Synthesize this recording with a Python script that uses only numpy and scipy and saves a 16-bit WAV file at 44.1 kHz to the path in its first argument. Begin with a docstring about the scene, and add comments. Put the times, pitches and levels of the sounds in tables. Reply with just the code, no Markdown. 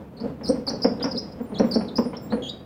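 """A small lawnmower wheel squeaks on its dry axle as a hand works it to and fro on a workbench.
The axle sticks and slips, making short scoops of pitch. The loose hub hits its stop with a clack
and shakes the mower's hollow body, the deck. The wheel rumbles in between, and later its bearing
adds a faint whistle. All this is heard almost in mono, in a small workshop with hard walls."""
import sys
import numpy as np
from scipy import signal
from scipy.fft import rfft, irfft, next_fast_len
from scipy.io import wavfile
from scipy.ndimage import map_coordinates

SR = 44100
rng = np.random.default_rng(int(sys.argv[2]) if len(sys.argv) > 2 else 0)


def materialize(psi):
    """Save the field psi as 16-bit PCM at rate SR to the path in sys.argv[1].

    A 1-D psi becomes a single channel; in a 2-D psi each row is a channel.
    """
    bounded = np.clip(np.atleast_2d(psi).T, -1, 1)
    quanta = np.round(bounded * 32767).astype(np.int16)
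    wavfile.write(sys.argv[1], SR, quanta)


N = 116865

# Axle squeaks, each gliding through a turning point: (time [s], length [s], place of the turn [0-1],
# start pitch [Hz], turn pitch [Hz], end pitch [Hz], level [dB], swell [dB], overtone boost [dB])
AXLE_SQUEAKS = [ (.166, .024, .45, 4500, 4280, 4000, -51, -5, 0),
                (.197, .016, .45, 4350, 4380, 5500, -41, -4, -4),
                (.432, .064, .45, 5450, 4850, 5650, -36, 13, 3),
                (.450, .044, .4, 4800, 4270, 4650, -38, 0, 5),
                (.486, .017, .5, 8400, 8750, 8500, -35, 2, -20),
                (.666, .036, .36, 5300, 4420, 5700, -26.5, -3, 0),
                (.817, .034, .35, 5400, 4850, 5650, -28.5, 13, -1),
                (.996, .034, .35, 4500, 3200, 3800, -45, 7, -8),
                (1.024, .028, .35, 4700, 5000, 5650, -27, -2, -2),
                (1.108, .024, .4, 5450, 5020, 4850, -28, 2, -6),
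                (1.157, .02, .55, 5100, 4050, 4550, -37, -2, -6),
                (1.174, .023, .45, 4850, 5150, 5850, -26, -2, -2),
                (1.317, .013, .4, 5050, 5030, 5030, -44, 0, 0),
                (1.542, .054, .42, 4450, 3250, 4950, -39.5, 9, 0),
                (1.586, .016, .4, 4900, 5450, 5650, -33, 0, 0),
                (1.710, .046, .55, 5150, 4420, 4520, -31, -5, 0),
                (1.736, .021, .4, 4900, 5200, 5700, -30, 0, 2),
                (1.879, .02, .5, 4800, 3900, 3250, -42.5, -6, -6),
                (1.955, .028, .3, 4700, 5050, 5600, -31, -5, 0),
                (2.135, .032, .4, 2700, 3000, 3900, -51, 2, -6),
                (2.166, .017, .45, 5150, 5300, 5350, -36, 0, -4),
                (2.302, .033, .25, 3650, 4050, 4500, -42, 2, -6),
                (2.420, .083, .6, 3420, 3230, 3900, -34.5, 6, 2),
                (2.488, .016, .5, 4450, 4750, 4800, -39.5, -3, -8)]
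# Tone colour of a squeak's overtones: (frequency [Hz], relative level [dB])
OVERTONE_COLOUR = [(5000, -14), (6700, 3), (7700, -9.5), (8700, 0), (9700, -10), (10700, -11), (11900, -19),
                   (13200, -8), (15000, -5.5)]
# Tone colour of the axle's scratching: (frequency [Hz], relative level [dB])
SCRATCH_COLOUR = [(1500, 6), (3200, 4.5), (4300, 32), (5500, -2), (6500, -45), (15000, -31)]
# Hub knocks: (time [s], thud level [dB], clack level [dB], chatter rate [Hz], rim pitch [Hz])
HUB_KNOCKS = [ (.204, -33, -47.5, 219.4, 905), (.234, -29.5, -56, 223.3, 460),
              (.249, -25, -55.5, 236.6, 850), (.411, -35, -40, 238, 860), (0.491, -17.5, -47, 240.5, 443),
              (0.674, -29.5, -36, 267, 830), (0.702, -29.5, -32.5, 234, 820), (0.731, -29, -50, 223.7, 604),
              (.846, -15, -24.5, 229.2, 567), (0.917, -32, -49, 238.5, 910),
              (1.007, -27.5, -37.5, 238.4, 1520), (1.041, -26.5, -27, 254.4, 920),
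              (1.055, -25, -29.5, 250, 1640), (1.146, -30.5, -49, 220.8, 520),
              (1.401, -27.5, -44, 237, 810), (1.518, -30, -42, 218, 810), (1.597, -13.5, -28.5, 215, 830),
              (1.605, -21, -48, 245, 764), (1.623, -35, -38, 198, 550), (1.640, -25.5, -32.5, 252.4, 1020),
              (1.756, -15.5, -33.5, 243.8, 680), (1.809, -35, -34.5, 226.5, 730),
              (1.983, -15.5, -28.5, 232.9, 990), (2.054, -29, -40, 230, 560), (2.132, -32, -34.5, 243, 970),
              (2.322, -24.5, -27.5, 233, 990), (2.332, -24, -43, 238.3, 490),
              (2.372, -32.5, -41, 253.5, 520)]
# The quick taps that make up one knock: (relative strength [0-1])
CHATTER_TAPS = [.45, .9, 1, .9, .55]
# Tone colour of the hollow deck: (frequency [Hz], relative level [dB])
DECK_COLOUR = [(30, -27), (70, -7.5), (130, -18.5), (190, 1), (290, 2.5), (360, -10.5), (450, -3.5),
               (530, -1), (660, -19.5), (1600, -36), (4000, -105)]
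# Tone colour of the hub's clack: (frequency [Hz], relative level [dB])
CLACK_COLOUR = [(50, -30), (500, 9), (1000, 6.5), (1350, 2), (2400, -6.5), (3500, -20), (6500, -65)]
# How loudly the wheel rolls: (time [s], relative level [dB])
ROLL_LEVELS = [(0, -33.5), (.1, -41), (.19, -37), (.27, -28), (0.359, -38), (0.546, -27), (0.651, -36),
               (.79, -30.5), (1.12, -31), (1.348, -35), (1.49, -35), (1.619, -26.5), (1.92, -33.5),
               (2.25, -33.5), (2.38, -31), (2.65, -38.5)]
# Tone colour of the rolling wheel: (frequency [Hz], relative level [dB])
RUMBLE_COLOUR = [(30, -21.5), (130, -0.5), (210, 4.5), (350, -5.5), (480, -4.5), (640, -9.5), (1000, -17),
                 (2000, -29.5), (15000, -58)]
# Bearing whistles: (time [s], length [s], pitch [Hz], rise [share of pitch], base tone level [dB])
BEARING_WHISTLES = [(1.411, 0.041, 7440, 0.015, -65), (1.462, 0.058, 9250, 0.011, -62),
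                    (1.643, 0.074, 7440, 0.028, -65), (1.773, 0.067, 9550, 0.064, -58),
                    (1.986, 0.017, 7450, 0.017, -56.5), (2.038, .06, 9410, 0.054, -57),
                    (2.216, 0.058, 7530, 0.019, -60.5), (2.325, 0.041, 9360, 0.072, -57)]
# Tone colour of the workshop air: (frequency [Hz], relative level [dB])
AIR_COLOUR = [(45, -10), (72, 24.5), (110, 0), (220, -12.5), (2500, -15.5), (6000, -36), (15000, -25.5)]
# How long the workshop rings: (frequency [Hz], time to fade by 60 dB [s])
ROOM_FADE = [(100, 0.24), (250, 0.5), (1000, 0.3), (5000, 0.36), (15000, 0.14)]
# The part of the sound that sets left apart from right: (frequency [Hz], relative level [dB])
STEREO_WIDTH = [(30, -22), (200, -70.5), (1300, -19), (2800, -12.5), (5000, -36), (12000, -13.5)]


def axle_squeaks():
    """The dry axle sticks and slips: the pitch mostly dips, then climbs as the hub binds."""
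    out = np.zeros(N)
    for start, length, turn, start_hz, turn_hz, end_hz, db, swell_db, boost_db in AXLE_SQUEAKS:
        t = np.arange(int(length * SR)) / SR
        progress = t / length
        into_turn = np.maximum(1 - progress / turn, 0) ** 1.7
        out_of_turn = np.maximum((progress - turn) / (1 - turn), 0) ** 1.36
        hz = turn_hz + (start_hz - turn_hz) * into_turn + (end_hz - turn_hz) * out_of_turn
        roughness = 2 if db < -40 and turn_hz < 4000 else 1  # weak, low squeaks are the roughest
        hz *= 1 + roughness * .021 * wobble(len(t), rate=650)
        phase = 2 * np.pi * np.cumsum(hz) / SR
        hiss = .28 * rng.standard_normal(len(t))
        overtones = rasping(2 * phase, depth=.6) + .5 * rasping(3 * phase, depth=.6)
        overtones = coloured(overtones + hiss, OVERTONE_COLOUR)
        tone = rasping(phase, depth=roughness * .33) + amp(boost_db - 25.5) * overtones
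        scratch = coloured(rng.standard_normal(len(t)), SCRATCH_COLOUR)
        level_db = db + swell_db * (progress - .5) + 2.6 * wobble(len(t), rate=227.3)
        sound = tone * amp(level_db) + scratch * amp(.5 * level_db - 42)
        fade = np.clip(np.minimum(t, length - t) / .004, 0, 1)  # 4 ms at each end
        sound *= np.sin(np.pi / 2 * fade) ** 2
        add(out, start, in_room(off_walls(sound), echo_db=-10))
    return out


def rasping(phase, depth):
    """A rough tone: the axle's slips vary in strength and timing."""
    strength = wobble(len(phase), rate=1000) * np.sin(phase)
    timing = wobble(len(phase), rate=1000) * np.cos(phase)
    return (np.sin(phase) + depth * (strength + timing)) / np.sqrt(1 + 2 * depth ** 2)


def hub_knocks(scatter_s=.00028, clack_fade_s=.083):
    """The hub hits its stop with a clack and chatters a few times against the hollow deck."""
    out = np.zeros(N)
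    t = np.arange(SR // 8) / SR
    for start, thud_db, clack_db, chatter_hz, rim_hz in HUB_KNOCKS:
        taps = np.zeros(len(t))
        for k, strength in enumerate(CHATTER_TAPS):
            add(taps, k / chatter_hz + scatter_s * rng.standard_normal(), np.array([strength]))
        thud = coloured(taps, DECK_COLOUR) * np.sqrt(SR / chatter_hz)
        burst = rng.standard_normal(len(t)) * amp(-60 * t / clack_fade_s)
        clack = coloured(burst, CLACK_COLOUR)
        add(out, start, in_room(amp(thud_db) * through_rim(thud, rim_hz), echo_db=-7))
        add(out, start, in_room(amp(clack_db) * through_rim(clack, rim_hz), echo_db=-7))
    return out


def through_rim(x, hz, width_hz=236, ring_db=-1.5):
    """The rim rings along with a knock, at a pitch that depends on where it is struck."""
    ring = signal.lfilter(*signal.iirpeak(hz, hz / width_hz, SR), x)
    return x + amp(ring_db) * ring


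def wheel_rumble(gain_db=-4):
    """The turning wheel rumbles unevenly through the deck."""
    level_db = np.interp(np.arange(N) / SR, *np.transpose(ROLL_LEVELS)) + gain_db
    bumps = rng.standard_normal(N) * amp(wobble(N, rate=82))
    bumps /= np.sqrt(np.mean(bumps ** 2))
    return coloured(bumps * amp(level_db), RUMBLE_COLOUR)


def bearing_whistles(octave_db=8.5):
    """The bearing gives faint, slightly rising whistles, low and high in turn."""
    out = np.zeros(N)
    for start, length, hz, rise, db in BEARING_WHISTLES:
        progress = np.linspace(0, 1, int(length * SR))
        glide = progress - .5 + .28 * wobble(len(progress), rate=450)
        phase = 2 * np.pi * np.cumsum(hz * (1 + rise * glide)) / SR
        tone = np.sin(phase) + amp(octave_db) * np.sin(2 * phase)
        swell = np.sqrt(abs(np.sin(np.pi * progress)))
        add(out, start, in_room(amp(db) * tone * swell, echo_db=-1))
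    return out


def off_walls(x, first_s=.001, last_s=.013, gain_db=-4):
    """A sound plus eight quick echoes from the bench and the near walls."""
    echoes = np.zeros(SR // 20)
    echoes[0] = 1  # the direct sound
    for place, strength in rng.random((8, 2)):
        delay = first_s + place * (last_s - first_s)
        add(echoes, delay, amp(gain_db) * np.array([strength - .5]))
    return signal.fftconvolve(x, echoes)


def in_room(x, echo_db, gap_s=.0026):
    """A sound plus the workshop's many echoes, which blur into a fading tail."""
    hz, t, noise = signal.stft(rng.standard_normal(SR // 2), SR, nperseg=256)
    fade = amp(-60 * t / along(ROOM_FADE, hz)[:, None])
    tail = signal.istft(noise * fade, SR, nperseg=256)[1]
    tail *= np.clip(np.arange(len(tail)) / SR / gap_s - 1, 0, 1)
    tail *= amp(echo_db) / np.linalg.norm(tail)
    tail[0] = 1  # the direct sound
    return signal.fftconvolve(x, tail)


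def room_air(level_db=-51.5):
    """The workshop air is a quiet, steady, deep noise."""
    return amp(level_db) * coloured(rng.standard_normal(N), AIR_COLOUR)


def amp(db):
    """Turn decibels into a number to multiply by."""
    return 10 ** (np.asarray(db) / 20)


def along(table, hz):
    """Read between a table's rows on a log frequency scale."""
    frequencies, values = np.transpose(table)
    return np.interp(np.log(hz + 1), np.log(frequencies + 1), values)


def wobble(n, rate):
    """A smooth curve of n samples through `rate` random points a second."""
    return map_coordinates(rng.standard_normal(4096), [np.arange(n) * rate / SR], mode="wrap")


def add(track, start, sound):
    """Mix a sound into the track, `start` seconds in."""
    part = track[max(round(start * SR), 0):][:len(sound)]
    part += sound[:len(part)]


def coloured(x, colour):
    """Give x a tone colour, with a filter that keeps the power of white noise the same."""
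    size = 2 * next_fast_len(len(x) // 2 + 4096)
    cepstrum = irfft(np.log(amp(along(colour, np.fft.rfftfreq(size, 1 / SR)))))
    # Folding onto the first half makes the filter ring after a tap, never before it.
    cepstrum[1:size // 2] *= 2
    cepstrum[size // 2 + 1:] = 0
    response = np.exp(rfft(cepstrum))
    response /= np.sqrt(np.mean(abs(response) ** 2))
    return irfft(rfft(x, size) * response)[:len(x)]


def scene():
    """Mix the wheel and the air; a trace of scattered sound sets left apart from right."""
    mid = axle_squeaks() + hub_knocks() + wheel_rumble() + bearing_whistles() + room_air()
    size = next_fast_len(N + SR // 2)
    scatter = rng.standard_normal(SR // 20) * np.linspace(1, 0, SR // 20) ** 2
    scatter /= np.linalg.norm(scatter)
    width = amp(along(STEREO_WIDTH, np.fft.rfftfreq(size, 1 / SR)))
    side = irfft(rfft(mid, size) * rfft(scatter, size) * width, size)[:N]
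    return np.array([mid + side, mid - side])


def record(dry, top_hz=15900):
    """Cut away the very highest treble."""
    size = next_fast_len(N + SR // 2)
    kept = np.fft.rfftfreq(size, 1 / SR) < top_hz
    return irfft(rfft(dry, size) * kept, size)[:, :N]


dry = scene()
out = record(dry)
materialize(out)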